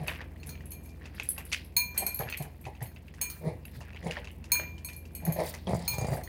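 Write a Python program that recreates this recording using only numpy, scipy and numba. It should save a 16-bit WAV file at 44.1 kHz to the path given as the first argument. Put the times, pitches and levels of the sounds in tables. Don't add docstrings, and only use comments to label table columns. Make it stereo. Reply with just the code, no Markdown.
import sys
import numpy as np
from scipy import signal
from scipy.fft import rfft, irfft, next_fast_len
from scipy.io import wavfile
from scipy.ndimage import uniform_filter1d
from numba import njit

SR = 44100
rng = np.random.default_rng(int(sys.argv[2]) if len(sys.argv) > 2 else 0)


def decibels_to_gain(level_db):
    exponent = np.asarray(level_db, float) / 20
    return 10 ** exponent


def pcm_store(signal):
    levels = np.round(np.clip(np.atleast_2d(signal), -1, 1) * 32767)
    wavfile.write(sys.argv[1], SR, levels.astype(np.int16).T)


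N = 276940

# (time [s], tick peak [dB], ring [dB], tilt toward high modes [dB per group],
# spot on the rim: raises every other group, lowers the rest [dB])
BOWL_TAPS = [(0.399, -58, -71, -3.5, 6.5), (0.4917, -22.5, -57, 0, 3.5), (0.7165, -33, -60.5, 0, 1.5),
             (0.858, -43, -73.5, -3.5, -1), (1.766, -16, -31.5, -0.5, 5), (1.9753, -30, -44.5, -2.5, 4),
             (2.0655, -17, -47.5, -4, 4), (2.1447, -50.5, -66, -4, 11), (2.19, -21, -53.5, -2.5, 0.5),
             (2.2987, -22.5, -60.5, 1, 7.5), (2.375, -24.5, -62, -1, 3), (2.863, -51.5, -70, 3.5, 5),
             (3.2135, -18, -41.5, 3, 0), (3.2999, -20.5, -58, 2.5, 11.5), (4.5181, -18, -31.5, 0.9, 2),
             (4.8464, -30, -52.5, -1, 1.5), (4.9317, -28, -66.5, -6, 4.5), (5.1502, -35, -61, -1.3, 2),
             (5.252, -26, -57.5, 0.5, 1), (5.3229, -45, -56.5, 3, 0.5), (5.8782, -14, -37.5, -0.1, 4),
             (5.9828, -19, -56, 3, -4.5), (6.2354, -27, -59.5, 2.5, 3)]
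# (frequency [Hz], ..)
BOWL_HZ = [
    [2390, 2379, 991],
    [4253, 4241, 4279],
    [6541, 6529],
    [9168, 9146, 12050, 12010, 13880, 15160],
]
# (level [dB], decay t60 [s], left over right [dB])
BOWL_MODES = [
    [(3, 0.33, -14), (-10, 0.28, -2), (-14.5, 0.33, -10.5)],
    [(-0.5, 0.072, -7), (-13.5, .33, -13.5), (-13, 0.24, -7)],
    [(3, 0.34, -6.5), (-18, 0.12, 10)],
    [(-6, 0.2, 8), (-7.5, 0.21, 8.5), (-5.5, 0.37, 4.5), (-7.5, 0.15, 6.5), (-12.5, .22, 9),
     (-1.5, 0.19, 9)],
]
# (time [s], change [dB])
RIM_TOUCHES = [(0.43, -5), (0.56, -1), (1.94, -15), (2.19, -9), (2.27, -7), (2.33, -3), (3.3, -8.5),
               (5.2, 3), (5.36, -7), (5.9, -0.5), (6.03, -13)]
# (time [s], tick peak [dB], ring [dB], top group over the ring [dB])
TAG_FACE_TAPS = [(1.2323, -17, -65.5, 9), (1.3812, -14.5, -71, 22), (1.9776, -4.5, -37, 9),
                 (2.0644, -26, -45.5, 14), (2.372, -41, -56, 14.5), (2.612, -34, -73, 14),
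                 (3.2136, -8, -41.5, -22), (4.5192, -37, -39.5, -24), (4.8474, -31, -48.5, 7.5),
                 (5.1502, -18.5, -55, 13), (5.8785, -22, -53, -1), (6.1622, -27, -59, -7)]
# (time [s], tick peak [dB], ring [dB], top group over the ring [dB])
TAG_EDGE_TAPS = [(0.0343, -30, -68, 1), (0.0744, -14, -56, 7.5), (0.4691, -18.5, -54, -3),
                 (0.656, -28, -59, 0), (0.7063, -32, -58, 10), (0.7198, -22, -57, 8),
                 (0.858, -34, -68.5, 10), (0.4615, -30, -70, 6), (1.498, -36, -68, 5),
                 (1.255, -30, -64.5, 2), (2.1914, -30, -54.5, 15.5), (2.4234, -15.5, -61, 11),
                 (4.3136, -30, -77, -9), (5.1327, -44, -74, 2), (1.1483, -37, -68, 8),
                 (1.289, -26, -33, -1.5), (1.452, -24, -56, 0), (1.6466, -35, -64.5, 5),
                 (1.7649, -14.5, -42.5, -5.5), (2.1447, -25, -54.5, 22), (2.8255, -19, -55, 9.5),
                 (3.6533, -29, -61, 6.5), (4.964, -38, -57.5, 9), (5.251, -40, -50.5, 12),
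                 (5.3228, -17, -55, 18)]
# (frequency [Hz], ..)
TAG_HZ = [
    [8376, 8350],
    [10220, 10300, 10095],
    [11670, 11610, 14970],
]
# (level [dB], decay t60 [s], left over right [dB])
TAG_MODES = [
    [(-4, 0.17, 12), (-11, 0.19, 5.3)],
    [(3.5, 0.15, 7.8), (1.5, 0.081, 6.6), (-9.5, 0.085, 5.5)],
    [(1.5, 0.083, 5), (-11.5, 0.26, 5), (-11.5, 0.15, 4)],
]
# (time [s], peak [dB], cavity [Hz],
# bright part [dB], dull part [dB])
SMACKS = [(0.067, -43, 2680, -20, -21), (0.0808, -23, 2580, -66, -1), (0.4314, -41.5, 2650, -11.5, -14),
          (0.89, -58.5, 2600, 2, -13), (1.0549, -42, 2680, -14, 0.5), (1.1837, -49, 2700, -18, -10),
          (1.198, -28, 2635, -21, -7), (1.379, -33.5, 2710, -18, 3), (1.5173, -35, 2580, -10, -36),
          (1.5247, -26, 2320, -9.5, -36), (1.534, -24, 2600, -34, -53), (2.2876, -34, 2720, -58, -18),
          (2.3247, -27, 2560, -50, -27), (2.3376, -34, 2530, -23, -22), (2.6414, -47.5, 2380, -20, -8),
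          (2.653, -38.5, 2540, -18, -6), (2.751, -48, 2620, -19, -5), (2.9617, -45, 2640, -28, -2),
          (3.0807, -48, 2690, -34, -21), (3.652, -40, 2670, -31, -25), (3.931, -51, 2700, -19, -10),
          (3.946, -45, 2680, -34, 5), (3.961, -50, 2844, -21, -8), (4.1098, -30, 2790, -16, -19),
          (4.1234, -49, 2760, -30, -10), (4.244, -41.5, 2680, -14.5, 1), (4.2728, -40, 2680, -25, -2),
          (4.4412, -45, 2680, -8, 1), (4.78, -46, 3000, -12, -15), (5.053, -48, 2700, -12, -15),
          (4.887, -36, 2540, -18, -23), (5.67, -37.5, 3300, -38, -4), (0.553, -45, 2370, -30, -20.5),
          (3.812, -45, 2790, -23, 3),
          (0.112, -52.5, 1920, -32, 22), (0.206, -36, 1870, -26, 4.5),
                 (0.6064, -46.5, 1920, -19, -8), (1.019, -47, 1890, -41, -21), (1.363, -52, 1910, -25, -10),
                 (1.944, -52, 1960, -4, 14), (2.194, -50, 1510, -30, 10), (2.2061, -38, 1710, -37.5, 14),
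                 (2.806, -45.5, 1860, -13, -10), (2.818, -41, 1940, -22, -8), (3.139, -49, 1910, -9.5, -3),
                 (3.2084, -47, 1950, -25, 12.5), (3.8058, -48, 1815, -6, 9), (4.0273, -43, 1966, -16, -15),
                 (4.0676, -38.5, 2210, -18, -10), (4.1681, -30.5, 1853, -39, 3.5),
                 (4.597, -39, 1600, -28, 3), (5.3652, -45, 1830, -20, -5), (5.5393, -38.5, 2020, -6.5, 6.5),
                 (6.0464, -44, 1900, -20, -7), (6.1315, -41, 1930, -18, 0), (6.2744, -43, 1885, -42, -24),
                 (0.36, -53, 1900, -35, -21)]
# (multiple of the cavity pitch, level [dB])
MOUTH_MODES = [(.58, -16.5), (1, 1), (1.45, -15.5), (1.75, -17.5), (2.45, -22.5)]
# (time [s], wet crackle [dB], spray over the crackle [dB])
CHEWS = [(0.11, -41.5, -22), (0.48, -56.5, -30), (0.66, -64, -24), (1.06, -53, -18.5), (1.17, -55.5, -14.5),
         (1.31, -58, -6.5), (1.41, -54, -30), (1.56, -70.5, 12.5), (1.981, -52, -18), (2.13, -63, -6),
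         (2.29, -47, -34), (2.44, -56, -18), (2.86, -61, -13), (3.2, -60, -17), (3.36, -60.5, -19),
         (3.759, -59, -9), (3.89, -53.5, -30), (4.01, -62, -9), (4.134, -46.5, -15.5), (4.589, -44, -22),
         (4.721, -72, -7.5), (5.28, -50.5, -39), (5.39, -50, -26), (5.47, -52.5, -3), (5.55, -53.5, -8),
         (5.72, -65.5, 1), (5.82, -54.5, -3.5), (5.93, -58.5, -1.5), (6.02, -71, 7), (6.136, -46.5, -26)]
# (start [s], length [s], nostril flutter [Hz], flutter [dB], rasp [dB])
BURST_SNORTS = [
    (-0.018, 0.18, 158.8, -39.5, -39.5),
    (2.185, .115, 116.4, -37, -31),
    (2.389, .11, 148.5, -33.5, -37.5),
    (2.652, 0.072, 123.7, -37, -34.5),
    (2.802, .07, 122.7, -34, -35.5),
    (3.498, 0.093, 110.3, -40.5, -41),
    (4.581, .065, 123.4, -58, -39.5),
    (5.659, 0.23, 180.4, -32, -30.5),
]
# (start [s], length [s], nostril flutter [Hz], flutter [dB], rasp [dB])
SWELL_SNORTS = [(1.976, .12, 193.3, -45, -32.5), (3.413, .14, 161.5, -32, -33),
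                (4.024, 0.095, 171.3, -33, -33), (4.161, 0.061, 151.6, -61, -39.5),
                (5.223, 0.14, 160, -34.5, -34.5), (5.346, 0.13, 166, -38.5, -26),
                (0.434, 0.089, 149.2, -43, -55), (3.747, .08, 119.7, -41, -58),
                (5.901, 0.096, 121.9, -37.5, -36), (5.967, 0.12, 121, -38, -31),
                (6.062, .16, 134.8, -37, -31.5)]
# (time [s], frequency [Hz])
NOSE = [(0, 656), (2.0, 710), (2.85, 760), (3.45, 474), (4.2, 519.3), (5.28, 684), (5.42, 533.4),
        (5.75, 649), (5.95, 890), (6.07, 593), (6.28, 750)]
# (time [s], peak [dB])
PALATE = [(2.198, -23), (5.234, -37), (5.671, -24), (5.71, -22), (5.734, -13), (5.75, -16), (5.984, -19),
          (6.014, -24), (6.046, -17), (6.085, -17.5), (6.121, -20), (6.137, -19.5)]
# (time [s], peak [dB])
PUFFS = [(5.6935, -46), (5.708, -48), (5.7279, -55), (5.7448, -38.5), (5.758, -49), (5.79, -44),
         (5.82, -45.5), (5.85, -48), (5.94, -35), (6.012, -37), (6.046, -44), (6.0676, -37), (6.084, -49),
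         (6.115, -42), (6.134, -40), (4.045, -47), (4.07, -46.5), (5.46, -44), (5.479, -37.5)]
# (time [s], level [dB])
BREATHS = [(0.11, -73.5), (0.84, -80), (1.31, -76), (1.56, -75), (1.85, -73), (2.0, -70), (2.22, -77),
           (3.36, -72), (3.759, -77.5), (4.13, -79), (4.59, -76), (5.22, -84), (5.47, -63.5), (5.75, -76),
           (5.93, -73), (6.136, -67.5)]
# (frequency [Hz], level [dB per Hz])
HISS = [(4000, -35.5), (6800, -11), (15300, -6), (16300, -8), (16500, -52)]
# (frequency [Hz], likeness [0..1])
LIKENESS = [(60, 0.28), (250, 0.98), (700, 0.067), (2000, 0.44), (10000, 0.16)]
# (frequency [Hz], level [dB rms])
HUM = [(59.2, -45), (80.7, -42.5), (118.4, -57)]
# (frequency [Hz], level [dB per Hz])
ROOM_TONE = [(29, -31), (50, 7), (87, 2), (126, 10), (989, -14), (1140, -52.5), (2370, -19.5),
             (3850, -72.5), (15000, -77.5), (16500, -59)]
# (time [s], level [dB])
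BACKGROUND = [
    (0.0, -47),
    (2.87, -51.5),
    (4.76, -48),
    (4.95, -49.5),
    (6.28, -46.5),
]

RIGHT_LAG = 8
RATTLE_LOW_HZ = 7800
FACE_LOW_DB, EDGE_LOW_DB = 4, -11
CHEW_RISE_DB_PER_S, CHEW_FALL_DB_PER_S = 181.5, 154
BURST_ATTACK_S, BURST_FROM_DB, BURST_FADE_DB = .016, -43, -21.5
SWELL_ATTACK_SHARE, SWELL_FROM_DB, SWELL_FADE_DB = .45, -17.5, -16
FLUTTER_SAG_PER_S = .4
MOUTH_PAN_DB, MOUTH_ROOM_DB = -9.5, -24
ROOM_T60_S = 0.42


def unit(x):
    return x / np.sqrt(np.mean(x ** 2) + 1e-20)


def in_time(rows):
    s, *columns = np.transpose(rows)
    return [np.interp(np.arange(N) / SR, s, c) for c in columns]


def band(x, low_hz, high_hz, order=2):
    edges = [low_hz, min(high_hz, .45 * SR)]
    return signal.sosfilt(signal.butter(order, edges, "band", fs=SR, output="sos"), x)


def drift(rate):
    r = np.exp(-80 * np.pi * rate / SR)
    slow = signal.lfilter([1], [1, -2 * r, r * r], rng.standard_normal(N // 40 + 2002))[2000:]
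    return np.interp(np.arange(N) / 40, np.arange(len(slow)), unit(slow))


def ring(clicks, hz, t60):
    r, w = decibels_to_gain(-60 / (t60 * SR)), 2 * np.pi * hz / SR
    return signal.lfilter([0, np.sin(w)], [1, -2 * r * np.cos(w), r * r], clicks + 1e-18)


def clicks_at(times, db):
    x = np.zeros(N)
    x[(np.asarray(times) * SR).astype(int)] = decibels_to_gain(db)
    return x


def burst(clicks, t60):
    return signal.lfilter([1], [1, -decibels_to_gain(-60 / (t60 * SR))], clicks) * rng.standard_normal(N)


def place(x, pan_db):
    return np.array([x * decibels_to_gain(pan_db / 2), np.roll(x, RIGHT_LAG) * decibels_to_gain(-pan_db / 2)])


def swells(times, db, rise_db_per_s, fall_db_per_s, rest_db):
    t = np.arange(0, N + 64, 64) / SR
    late = t - np.array(times)[:, None]
    each = np.array(db)[:, None] + np.minimum(rise_db_per_s * late, -fall_db_per_s * late)
    return np.interp(np.arange(N) / SR, t, np.maximum(each.max(axis=0), rest_db))


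def on_log(points, hz):
    point_hz, value = np.transpose(points)
    return np.interp(np.log(hz), np.log(point_hz), value)


def coloured(spectrum, patchy_db):
    out = 0
    edges = 45 * 2 ** np.arange(0, 8.6, .5)
    white = rng.standard_normal((2, 2, N))
    for k, (low, high) in enumerate(zip(edges, edges[1:])):
        hz = np.sqrt(low * high)
        if hz > spectrum[0][0]:
            mid, side = band(white[k % 2], low, high)
            alike = np.clip(on_log(LIKENESS, hz), 0, 1)
            gain = decibels_to_gain(on_log(spectrum, hz) + patchy_db * drift(33.4))
            out = out + gain * (np.sqrt(1 + alike) * mid + np.sqrt(1 - alike) * side * [[1], [-1]])
    return unit(out)


@njit
def sliding_resonance(x, w, r):
    y = np.zeros(len(x))
    for i in range(2, len(x)):
        y[i] = (1 - r * r) / 2 * (x[i] - x[i - 2]) + 2 * r * np.cos(w[i]) * y[i - 1] - r * r * y[i - 2]
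    return y


def struck(taps, modes_hz, modes, ring_db, tick_db, rattle_db, rattle_s, low_hz, left, wash_db):
    taps = np.array(taps)
    s = taps[:, 0]
    hits = clicks_at(s, taps[:, 1])
    out = place(band(burst(hits, 0.022), low_hz, 14000), 0.86) * decibels_to_gain(tick_db)
    rattle = np.array([burst(hits, rattle_s), burst(hits, rattle_s)])
    out += band(rattle, RATTLE_LOW_HZ, 15000) * decibels_to_gain(rattle_db)
    low_rattle = band(burst(hits, rattle_s), 0.24 * RATTLE_LOW_HZ, 0.42 * RATTLE_LOW_HZ)
    out += place(low_rattle, -9.5) * decibels_to_gain(rattle_db - 3.5)
    wash_hits = clicks_at(s, taps[:, -1] + wash_db) / left
    wash = np.array([burst(wash_hits, .17), burst(wash_hits, 0.15)])
    out += left * band(wash, 9900, 15400) * decibels_to_gain(np.array([[2.5], [-2.5]]))
    for k, (pitches, group) in enumerate(zip(modes_hz, modes)):
        for f, (db, t60, pan_db) in zip(pitches, group):
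            push = clicks_at(s, taps[:, 2 + k] + db + ring_db) / left
            swell = ring(push, f, 0.003)
            warble = left * decibels_to_gain(min(f / 4000, 2.6) * drift(40 + f / 40))
            out += place(warble * ring(swell, f, t60) / 16, pan_db)
    return out


def bowl():
    steps = np.arange(len(BOWL_MODES)) - (len(BOWL_MODES) - 1) / 2
    around = np.array([-1, 1, -1, 1])
    taps = [(s, tick, *(db + tilt * steps + spot * around)) for s, tick, db, tilt, spot in BOWL_TAPS]
    touch_db = np.cumsum(sum(db * clicks_at([s], 0) for s, db in RIM_TOUCHES))
    left = decibels_to_gain(uniform_filter1d(touch_db, size=300))
    return struck(taps, BOWL_HZ, BOWL_MODES, ring_db=10.0, tick_db=-15.0, rattle_db=-14.0, rattle_s=0.045,
                  low_hz=925, left=left, wash_db=5.5)


def tag():
    taps = [(s, tick, db + FACE_LOW_DB, db, db + top) for s, tick, db, top in TAG_FACE_TAPS]
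    taps += [(s, tick, db + EDGE_LOW_DB, db, db + top) for s, tick, db, top in TAG_EDGE_TAPS]
    return struck(taps, TAG_HZ, TAG_MODES, ring_db=9.5, tick_db=-30.0, rattle_db=-18.5, rattle_s=0.05,
                  low_hz=9100, left=1, wash_db=0.5)


def smacks():
    s, db, hz, bright_db, dull_db = np.transpose(SMACKS)
    tearing = decibels_to_gain(7 * drift(250))
    pops, click = np.zeros(N + 2048), np.eye(1, 2048)[0]
    for start, d, f in zip((s * SR).astype(int), db, hz):
        mouth = sum(decibels_to_gain(g) * ring(ring(click, k * f, 0.0029), k * f, 0.02) for k, g in MOUTH_MODES)
        pops[start:start + len(click)] += decibels_to_gain(d + 7.5) * mouth / 11
    pops = pops[:N]
    snap = band(burst(clicks_at(s, db - 5.0), 0.0036), 1200, 2700)
    broad = band(tearing * burst(clicks_at(s, db - 0.8), 0.17), 1810, 3150, order=3)
    spray = band(np.sqrt(tearing) * burst(clicks_at(s, db + bright_db + 5.0), 0.12), 3400, 8900)
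    thud = burst(clicks_at(s, db + dull_db + 3), 0.12)
    dull = snap + band(thud, 450, 1170, order=3) + decibels_to_gain(-15.5) * band(tearing * thud, 1260, 3100)
    return pops + broad + spray, dull


def crackle(db, low_hz, high_hz, cycles, per_s):
    sizes = decibels_to_gain(4.3 * np.minimum(rng.exponential(1, N), 5)) * rng.choice([-1, 1], N)
    born = rng.random(N) < per_s * decibels_to_gain(4.0 * drift(25)) / SR
    pitches = np.geomspace(low_hz, high_hz, 10)
    dealt = rng.integers(0, 10, N)
    pops = sum(ring(sizes * born * (dealt == k), hz, cycles / hz) for k, hz in enumerate(pitches))
    return decibels_to_gain(db) * unit(pops)


def chewing():
    s, db, spray_over_db = np.transpose(CHEWS)
    crackle_db = swells(s, db, CHEW_RISE_DB_PER_S, CHEW_FALL_DB_PER_S, rest_db=-71)
    spray_db = swells(s, db + spray_over_db, CHEW_RISE_DB_PER_S, CHEW_FALL_DB_PER_S, rest_db=-84)
    squeeze = crackle(crackle_db + 2.5, 1628, 2700, cycles=18.5, per_s=1000)
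    return squeeze + crackle(spray_db + 8.0, 3130, 5160, cycles=30, per_s=5400)


def airflow():
    t = np.arange(0, N + 32, 32) / SR
    shapes = [(BURST_ATTACK_S, BURST_FROM_DB, BURST_FADE_DB, *row) for row in BURST_SNORTS]
    shapes += [(SWELL_ATTACK_SHARE * row[1], SWELL_FROM_DB, SWELL_FADE_DB, *row) for row in SWELL_SNORTS]
    tracks = []
    for attack, from_db, fade_db, s, length, hz, flutter_db, rasp_db in shapes:
        corners_s = [-.012, 0, attack, length, length + .02]
        shape = np.interp(t - s, corners_s, [-60, from_db, 0, fade_db, -60])
        pitch = hz * (1 - FLUTTER_SAG_PER_S * np.clip(t - s - attack, -length, length))
        tracks.append([shape, pitch, flutter_db + shape, rasp_db + shape])
    tracks = np.array(tracks)
    strongest = tracks[:, :1].argmax(axis=0)[None]
    leader = np.take_along_axis(tracks, strongest, axis=0)[0]
    return [np.interp(np.arange(N) / SR, t, c) for c in leader[1:]]


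def snorts():
    hz, flutter_db, rasp_db = airflow()
    nose_hz, = in_time(NOSE)
    phase = 2 * np.pi * np.cumsum(hz * (1 + 0.055 * drift(40))) / SR
    flutter = np.sqrt(2) * (np.sin(phase) + 0.073 * np.sin(2 * phase + 0.39)) * decibels_to_gain(4.7 * drift(35))
    slaps = np.diff(np.floor(phase / (2 * np.pi)), prepend=0) * decibels_to_gain(1.1 * rng.standard_normal(N))
    puffs = -unit(slaps) + 1.6 * rng.standard_normal(N) * decibels_to_gain(2.2 * drift(67))
    nose = sliding_resonance(puffs, 2 * np.pi * nose_hz / SR, np.exp(-np.pi * 160 / SR))
    rasp = unit(band(unit(nose) + 0.63 * unit(band(puffs, 320, 770)), 317, 1020, order=3))
    rasp += decibels_to_gain(-9) * unit(band(puffs, 1800, 2400)) + decibels_to_gain(-19.0) * unit(band(puffs, 850, 1560))
    rasp += decibels_to_gain(-19.5) * unit(band(puffs, 8200, 10000)) + decibels_to_gain(-17.5) * unit(band(puffs, 2834, 4200))
    return decibels_to_gain(flutter_db) * flutter + decibels_to_gain(rasp_db - 2.5) * rasp


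def palate():
    slaps = -clicks_at(*np.transpose(PALATE))
    cavities = ring(slaps, 583, 0.0074) + ring(slaps, 145, 0.021) + decibels_to_gain(-22) * ring(slaps, 1960, 0.011)
    return band(cavities, 77, 6000)


def puffs_of_air():
    hiss = burst(clicks_at(*np.transpose(PUFFS)), 0.084) * decibels_to_gain(2 * drift(180))
    upper = decibels_to_gain(4) * band(hiss, 7150, 9750) + decibels_to_gain(-9) * band(hiss, 9000, 17000)
    return place(band(hiss, 4660, 4850), -8) * decibels_to_gain(6.5) + place(upper, 9)


def breath():
    hiss_db = swells(*np.transpose(BREATHS), rise_db_per_s=164, fall_db_per_s=136, rest_db=-88.5)
    return decibels_to_gain(hiss_db + 17.5 + 3.4 * drift(70)) * coloured(HISS, patchy_db=1.2)


def room(x):
    size = next_fast_len(N + SR)
    w = 2 * np.pi * np.arange(size // 2 + 1) / size
    loss = 1 / np.sqrt(1 + (w * SR / (2 * np.pi * 7000)) ** 2)
    lags = (rng.uniform(0.0044, 0.02, (2, 8)) * SR).astype(int)
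    loops = [[decibels_to_gain(-60 * d / SR / ROOM_T60_S) * loss * np.exp(-1j * w * d) for d in side] for side in lags]
    tails = [sum((-1) ** k * g / (1 - g) for k, g in enumerate(side)) for side in loops]
    return irfft(rfft(x, size) * np.array(tails), size)[:, :N]


def background():
    t = np.arange(N) / SR
    hum = sum(decibels_to_gain(db + .8 * drift(2.5)) * np.sin(2 * np.pi * hz * t + .4 * drift(1.5)) for hz, db in HUM)
    tone = coloured(ROOM_TONE, patchy_db=.8)
    return decibels_to_gain(in_time(BACKGROUND)[0]) * (unit(hum) * decibels_to_gain(2.7) + decibels_to_gain(-1) * tone)


def scene():
    metal_and_bowl = bowl() + tag()
    crisp, dull = smacks()
    wet_food = crisp + chewing()
    nose = snorts() + palate()
    near = metal_and_bowl + place(wet_food, MOUTH_PAN_DB) + place(nose, -1.5) + place(dull, -2.5)
    near = near + puffs_of_air()
    to_room = decibels_to_gain(-6) * metal_and_bowl.mean(axis=0) + decibels_to_gain(MOUTH_ROOM_DB) * wet_food
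    to_room = to_room + decibels_to_gain(-18.0) * band(nose, 460, 9000)
    return near + room(to_room) + breath() + background()


def low_pass(x):
    return signal.sosfilt(signal.butter(12, 16950, fs=SR, output="sos"), x)


def record(dry):
    no_bass = signal.sosfilt(signal.butter(4, 48, "high", fs=SR, output="sos"), dry)
    mix = signal.sosfilt(signal.cheby2(10, 35, 16600, fs=SR, output="sos"), no_bass)
    return low_pass(mix)


dry = scene()
out = record(dry)
pcm_store(out)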